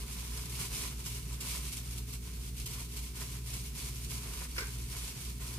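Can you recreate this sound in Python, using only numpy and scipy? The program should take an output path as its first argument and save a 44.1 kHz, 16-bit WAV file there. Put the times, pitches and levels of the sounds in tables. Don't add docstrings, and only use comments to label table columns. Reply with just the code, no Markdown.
import sys
import numpy as np
from scipy import signal
from scipy.fft import rfft, irfft
from scipy.io import wavfile
from scipy.ndimage import uniform_filter1d

SR = 44100
rng = np.random.default_rng(int(sys.argv[2]) if len(sys.argv) > 2 else 0)


def master_out(mix):
    frames = np.transpose(np.atleast_2d(mix))
    ceiling = np.clip(frames, -1, 1)
    pcm = np.round(ceiling * 32767).astype(np.int16)
    wavfile.write(sys.argv[1], SR, pcm)


N = 246427
T = np.arange(N) / SR

# (frequency [Hz], relative density [dB per Hz])
AIR_SPECTRUM = [(20, -37), (36, -32), (44, -3), (50, 3.5), (57, 0.5), (66, -1), (76, -12), (110, -8),
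                (155, -4.5), (200, -13), (260, -15.5), (310, -23), (440, -21.5), (560, -40), (2000, -34.5),
                (15000, -33)]
# (frequency [Hz], coherence [0 to 1])
AIR_COHERENCE = [(60, 1), (130, 1), (290, 0.76), (640, 1), (1400, 0), (3000, 0)]
AIR_DB = -47.5

# (multiple of shaft frequency, steady level [dB rms])
SHAFT_HARMONICS = [(1, -43.3), (2, -53), (3, -67), (5, -68), (6, -77), (7, -70)]
# (multiple of mains frequency, level [dB rms])
MAINS_HARMONICS = [(2, -54), (4, -61.5), (6, -69.5)]
# (frequency [Hz], level before waver [dB rms])
FAN_TONES = [(45.4, -59), (90.7, -70), (134.3, -57), (206.1, -71.5), (427, -76.5), (721, -85.5)]
SHAFT_HZ, MAINS_HZ = 59.3, 60
BEAT_NULL_S = 0.17
INTERPLAY_DB, INTERPLAY_PER_S = 0.2, 3.57
CANCEL_S, CANCEL_WIDTH_S, CANCEL_DB = 5.17, 0.044, -12

# (time [s], relative level [dB], decay constant of the contact [s])
DISH_CONTACTS = [(4.562, -51.5, 0.032), (4.5806, -36, 0.0055), (4.586, -46, 0.0084), (4.607, -45, 0.0055),
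                 (4.620, -46, 0.011)]
# (frequency [Hz], relative level [dB], t60 [s])
DISH_MODES = [(1024, -8, .2), (1110, -9, 0.17), (1340, -11, 0.18), (1430, -5, .2), (1505, -6, 0.16),
              (1580, -2, 0.21), (1500, -6, 0.24), (2270, -4, .18), (2640, -11, .15), (2600, -14, 0.096),
              (5240, 1, 0.083)]
# (frequency [Hz], relative density [dB per Hz])
CONTACT_SPECTRUM = [(200, -17.5), (450, 2.5), (620, -11.5), (1000, -1.5), (1500, 0), (2200, 3.5),
                    (3000, -8), (4400, -4.5), (5500, -4), (9000, -15.5), (15000, -18)]

# (frequency [Hz], relative density [dB per Hz])
RUB_SPECTRUM = [(200, -12), (350, -1.5), (460, 1), (570, -8.5), (850, -8), (1000, 2), (1180, -4.5),
                (1500, -6.5), (1800, -7), (2400, -4.5), (4000, -27)]
# (frequency [Hz], relative density [dB per Hz])
FILM_SPECTRUM = [(300, -42.5), (700, -14.5), (1850, -11.5), (2200, -1.5), (2900, -0.5), (3800, -1.25),
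                 (5400, 0), (7400, -1), (8400, 1), (9600, -0.9), (11000, -0.6), (12500, -4.5), (13800, -5),
                 (15000, -14.5)]
# (time [s], relative level [dB], decay constant [s])
CRUMPLE_EVENTS = [(0.308, -45, 0.014), (0.601, -38, .012), (0.748, -42, .013), (.817, -36, 0.011),
                  (1.057, -35.5, .018), (1.318, -44, 0.022), (1.401, -38.5, 0.022), (1.661, -37, .013),
                  (1.973, -38.5, 0.013), (2.126, -40.5, 0.02), (2.656, -32.5, 0.012), (2.703, -42, .013),
                  (2.782, -42.5, 0.022), (2.962, -36, 0.011), (3.202, -39.5, 0.019), (3.531, -38, 0.021),
                  (4.096, -42, 0.025), (4.583, -40.5, 0.025), (5.067, -41, 0.017)]
CRUMPLE_RUB_DB = -15
# (start time [s], length before release [s], relative crinkle level [dB],
# duller rubbing relative to that crinkle level [dB])
FINGER_PULLS = [(-.05, 0.049, -48, -6), (0.043, 0.34, -49, -11.5), (0.272, 0.19, -49, -12.5),
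                (0.459, .115, -48, -10), (0.545, 0.08, -41, -14), (0.678, 0.18, -43, -12),
                (0.867, 0.044, -50.5, -9), (0.952, .05, -48, -12.5), (1.018, 0.16, -47.5, -13.5),
                (1.228, 0.24, -56.5, -7), (1.41, 0.15, -43, -12.5), (1.58, 0.21, -47.7, -15),
                (1.817, .16, -51, -14), (2.044, 0.081, -52, -16), (2.2, .155, -53.5, -12.5),
                (2.378, 0.082, -51.5, -17), (2.531, 0.09, -50, -20), (2.663, .15, -47.5, -12.5),
                (2.872, 0.2, -51, -16), (3.121, .11, -48, -10), (3.247, 0.11, -50, -12.5),
                (3.429, 0.23, -49, -15.5), (3.722, 0.15, -45.5, -15), (3.894, 0.15, -52, -14),
                (4.059, 0.11, -45, -13.5), (4.185, 0.089, -49, -9.5), (4.265, 0.16, -46, -11.5),
                (4.463, .39, -52, -13), (4.86, 0.24, -47, -12), (5.113, .05, -52, -8.5),
                (5.156, 0.14, -49, -12), (5.366, .2, -49, -9.5)]
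ATTACK_S, SAG_DB_PER_S, RELEASE_S = 0.049, 3, 0.05
GRIP_SLIP_DB, GRIP_SLIP_PER_S = 0.5, 30

# (frequency [Hz], left minus right [dB])
MICROPHONE_DIFFERENCE = [(60, -0.5), (120, 0.1), (200, -4), (400, 0), (700, 7.5), (1250, -4), (2300, 2),
                         (4200, -0.8), (8000, -2.5), (14000, 0)]
TOP_HZ = 15250


def undb(db):
    return 10 ** (np.asarray(db) / 20)


def to_db(gain):
    return 20 * np.log10(gain + 1e-9)


def unit(x):
    return x / np.sqrt(np.mean(x ** 2))


def on_log_axis(points, size):
    hz, value = np.transpose(points)
    bin_hz = np.arange(size // 2 + 1) * SR / size
    return np.interp(np.log(bin_hz + 1), np.log(hz), value)


def colour(x, points):
    cepstrum = irfft(np.log(undb(on_log_axis(points, size=16384))))
    half = len(cepstrum) // 2
    cepstrum[1:half] *= 2
    cepstrum[half + 1:] = 0
    response = irfft(np.exp(rfft(cepstrum)))[:half]
    return signal.fftconvolve(x, response)[:N]


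def walk(rate):
    hold = max(int(SR / rate), 1)
    held = np.repeat(rng.standard_normal(N // hold + 1), hold)
    smooth = uniform_filter1d(uniform_filter1d(held, hold), hold)
    return unit(smooth[:N])


def clicks(per_s, spread_db):
    share = np.clip(per_s / SR, 1e-4, 1)
    size = undb(spread_db * np.minimum(rng.exponential(size=N), 5))
    sign = rng.choice([-1, 1], N)
    struck = rng.random(N) < share
    return unit(struck * size * sign / np.sqrt(share))


def kitchen(x, direct_db, near_s, tail_db, t60_s):
    t = T[:SR // 2]
    channels = []
    for lag in (0, 4):
        near = rng.standard_normal(len(t)) * np.exp(-t / near_s)
        decay = np.exp(-np.log(1000) * t / t60_s)
        build_up = 1 - np.exp(-t / 0.004)
        tail = rng.standard_normal(len(t)) * decay * build_up
        response = near / np.linalg.norm(near) + undb(tail_db) * tail / np.linalg.norm(tail)
        response[lag] += undb(direct_db)
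        spectrum = rfft(response)
        spectrum /= np.sqrt(uniform_filter1d(np.abs(spectrum) ** 2, size=200))
        channels.append(signal.fftconvolve(x, irfft(spectrum))[:N])
    return np.array(channels)


def pan(x, db):
    return x * undb(np.array([[db], [-db]]) / 2)


def air():
    mid = rfft(colour(rng.standard_normal(N), AIR_SPECTRUM))
    side = rfft(colour(rng.standard_normal(N), AIR_SPECTRUM))
    coherence = np.clip(on_log_axis(AIR_COHERENCE, size=N), 0, 1)
    mid = irfft(mid * np.sqrt(1 + coherence), N)
    side = irfft(side * np.sqrt(1 - coherence), N)
    noise = unit(np.array([mid + side, mid - side]))
    return pan(noise, db=-1.4) * undb(AIR_DB + 0.54 * walk(2.83))


def fridge(fan_waver_db=2.0):
    turn = 2 * np.pi * (T - BEAT_NULL_S)
    cancel_db = CANCEL_DB * np.exp(-((T - CANCEL_S) / CANCEL_WIDTH_S) ** 2)
    interplay = undb(INTERPLAY_DB * walk(INTERPLAY_PER_S) + cancel_db)
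    shaft = sum(undb(db) * np.sin(k * SHAFT_HZ * turn) for k, db in SHAFT_HARMONICS) * interplay
    buzz = -sum(undb(db) * np.sin(k * MAINS_HZ * turn) for k, db in MAINS_HARMONICS)
    fan = 0
    for hz, db in FAN_TONES:
        level = undb(db + fan_waver_db * walk(3.15))
        fan = fan + level * np.sin(hz * turn + 0.47 * walk(4.6))
    return pan(np.sqrt(2) * (shaft + buzz + fan), db=0.6)


def dish(ring_db=-3.5, rise_s=0.0008):
    t = T[:SR // 2]
    clack, ring = np.zeros(N), np.zeros((2, N))
    noise = unit(colour(rng.standard_normal(N), CONTACT_SPECTRUM))
    for start, db, length in DISH_CONTACTS:
        first = int(start * SR)
        span = slice(first, first + len(t))
        push = undb(db) * (1 - np.exp(-t / rise_s))
        clack[span] += push * noise[span] * np.exp(-t / length)
        for hz, mode_db, t60 in DISH_MODES:
            phase = 2 * np.pi * rng.random((2, 1))
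            decay = np.exp(-np.log(1000) * t / t60)
            ring[:, span] += push * undb(mode_db) * np.sin(2 * np.pi * hz * t + phase) * decay
    echoed = kitchen(clack, direct_db=1.5, near_s=0.002, tail_db=-5.0, t60_s=0.42)
    return echoed * undb(8.0) + undb(ring_db) * ring


def swarm(level_db, per_s, spread_db, clump_db, shape, direct_db, near_s, tail_db, t60_s, count):
    total = 0
    for _ in range(count):
        clumps = unit(clicks(per_s / count, spread_db) * undb(clump_db * walk(110)))
        total = total + kitchen(clumps * undb(level_db), direct_db, near_s, tail_db, t60_s)
    power = np.mean(undb(on_log_axis(shape, size=4096)) ** 2)
    coloured = np.array([colour(channel, shape) for channel in total])
    return coloured / np.sqrt(count * power)


def pull(start, length):
    age = np.maximum(T - start, 0)
    attack = np.minimum(age / ATTACK_S, 1)
    hold = undb(-SAG_DB_PER_S * np.minimum(age, length))
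    release = np.exp(-np.maximum(age - length, 0) / RELEASE_S)
    return attack * hold * release


def creases(rise_s=0.0074):
    envelope = 0
    for start, db, length in CRUMPLE_EVENTS:
        age = np.maximum(T - start, 0)
        envelope = envelope + undb(db) * (1 - np.exp(-age / rise_s)) * np.exp(-age / length)
    return envelope


def meat(level_db):
    grains = swarm(level_db, per_s=1900, spread_db=3.0, clump_db=2.76, shape=RUB_SPECTRUM,
                   direct_db=-2, near_s=0.001, tail_db=0.5, t60_s=0.13, count=4)
    return pan(grains, db=-1.5) * undb(5)


def crumples(level_db):
    burst = swarm(level_db, per_s=4600, spread_db=2.5, clump_db=1.5, shape=FILM_SPECTRUM,
                  direct_db=-5.5, near_s=0.0031, tail_db=-19, t60_s=0.069, count=3)
    return pan(burst, db=-1.0) * undb(4.5)


def gloves(level_db, clicks_per_s=3400, rate_slope=0.56):
    rate = clicks_per_s * undb(rate_slope * (level_db - np.mean(level_db)))
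    crinkle = swarm(level_db, rate, spread_db=2.5, clump_db=3.02, shape=FILM_SPECTRUM,
                    direct_db=-4.5, near_s=0.0012, tail_db=0.5, t60_s=0.1, count=7)
    return pan(crinkle, db=0.0) * undb(3.5)


def scene(rest_db=-60, rub_rest_db=-77):
    collapse = creases()
    grip_db = GRIP_SLIP_DB * walk(GRIP_SLIP_PER_S)
    crinkle = undb(rest_db)
    rubbing = np.hypot(undb(rub_rest_db), collapse * undb(CRUMPLE_RUB_DB))
    for start, length, db, rub_db in FINGER_PULLS:
        vigour = undb(db + grip_db) * pull(start, length)
        crinkle = np.hypot(crinkle, vigour)
        rubbing = np.hypot(rubbing, vigour * undb(rub_db))
    background = air() + fridge() + dish()
    return background + meat(to_db(rubbing)) + crumples(to_db(collapse)) + gloves(to_db(crinkle))


def record(dry):
    lean = undb(on_log_axis(MICROPHONE_DIFFERENCE, size=N) / 2)
    heard = irfft(rfft(dry) * np.array([lean, 1 / lean]), N)
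    low_pass = signal.ellip(10, 0.2, 80, TOP_HZ, fs=SR, output="sos")
    return signal.sosfilt(low_pass, heard)


dry = scene()
out = record(dry)
master_out(out)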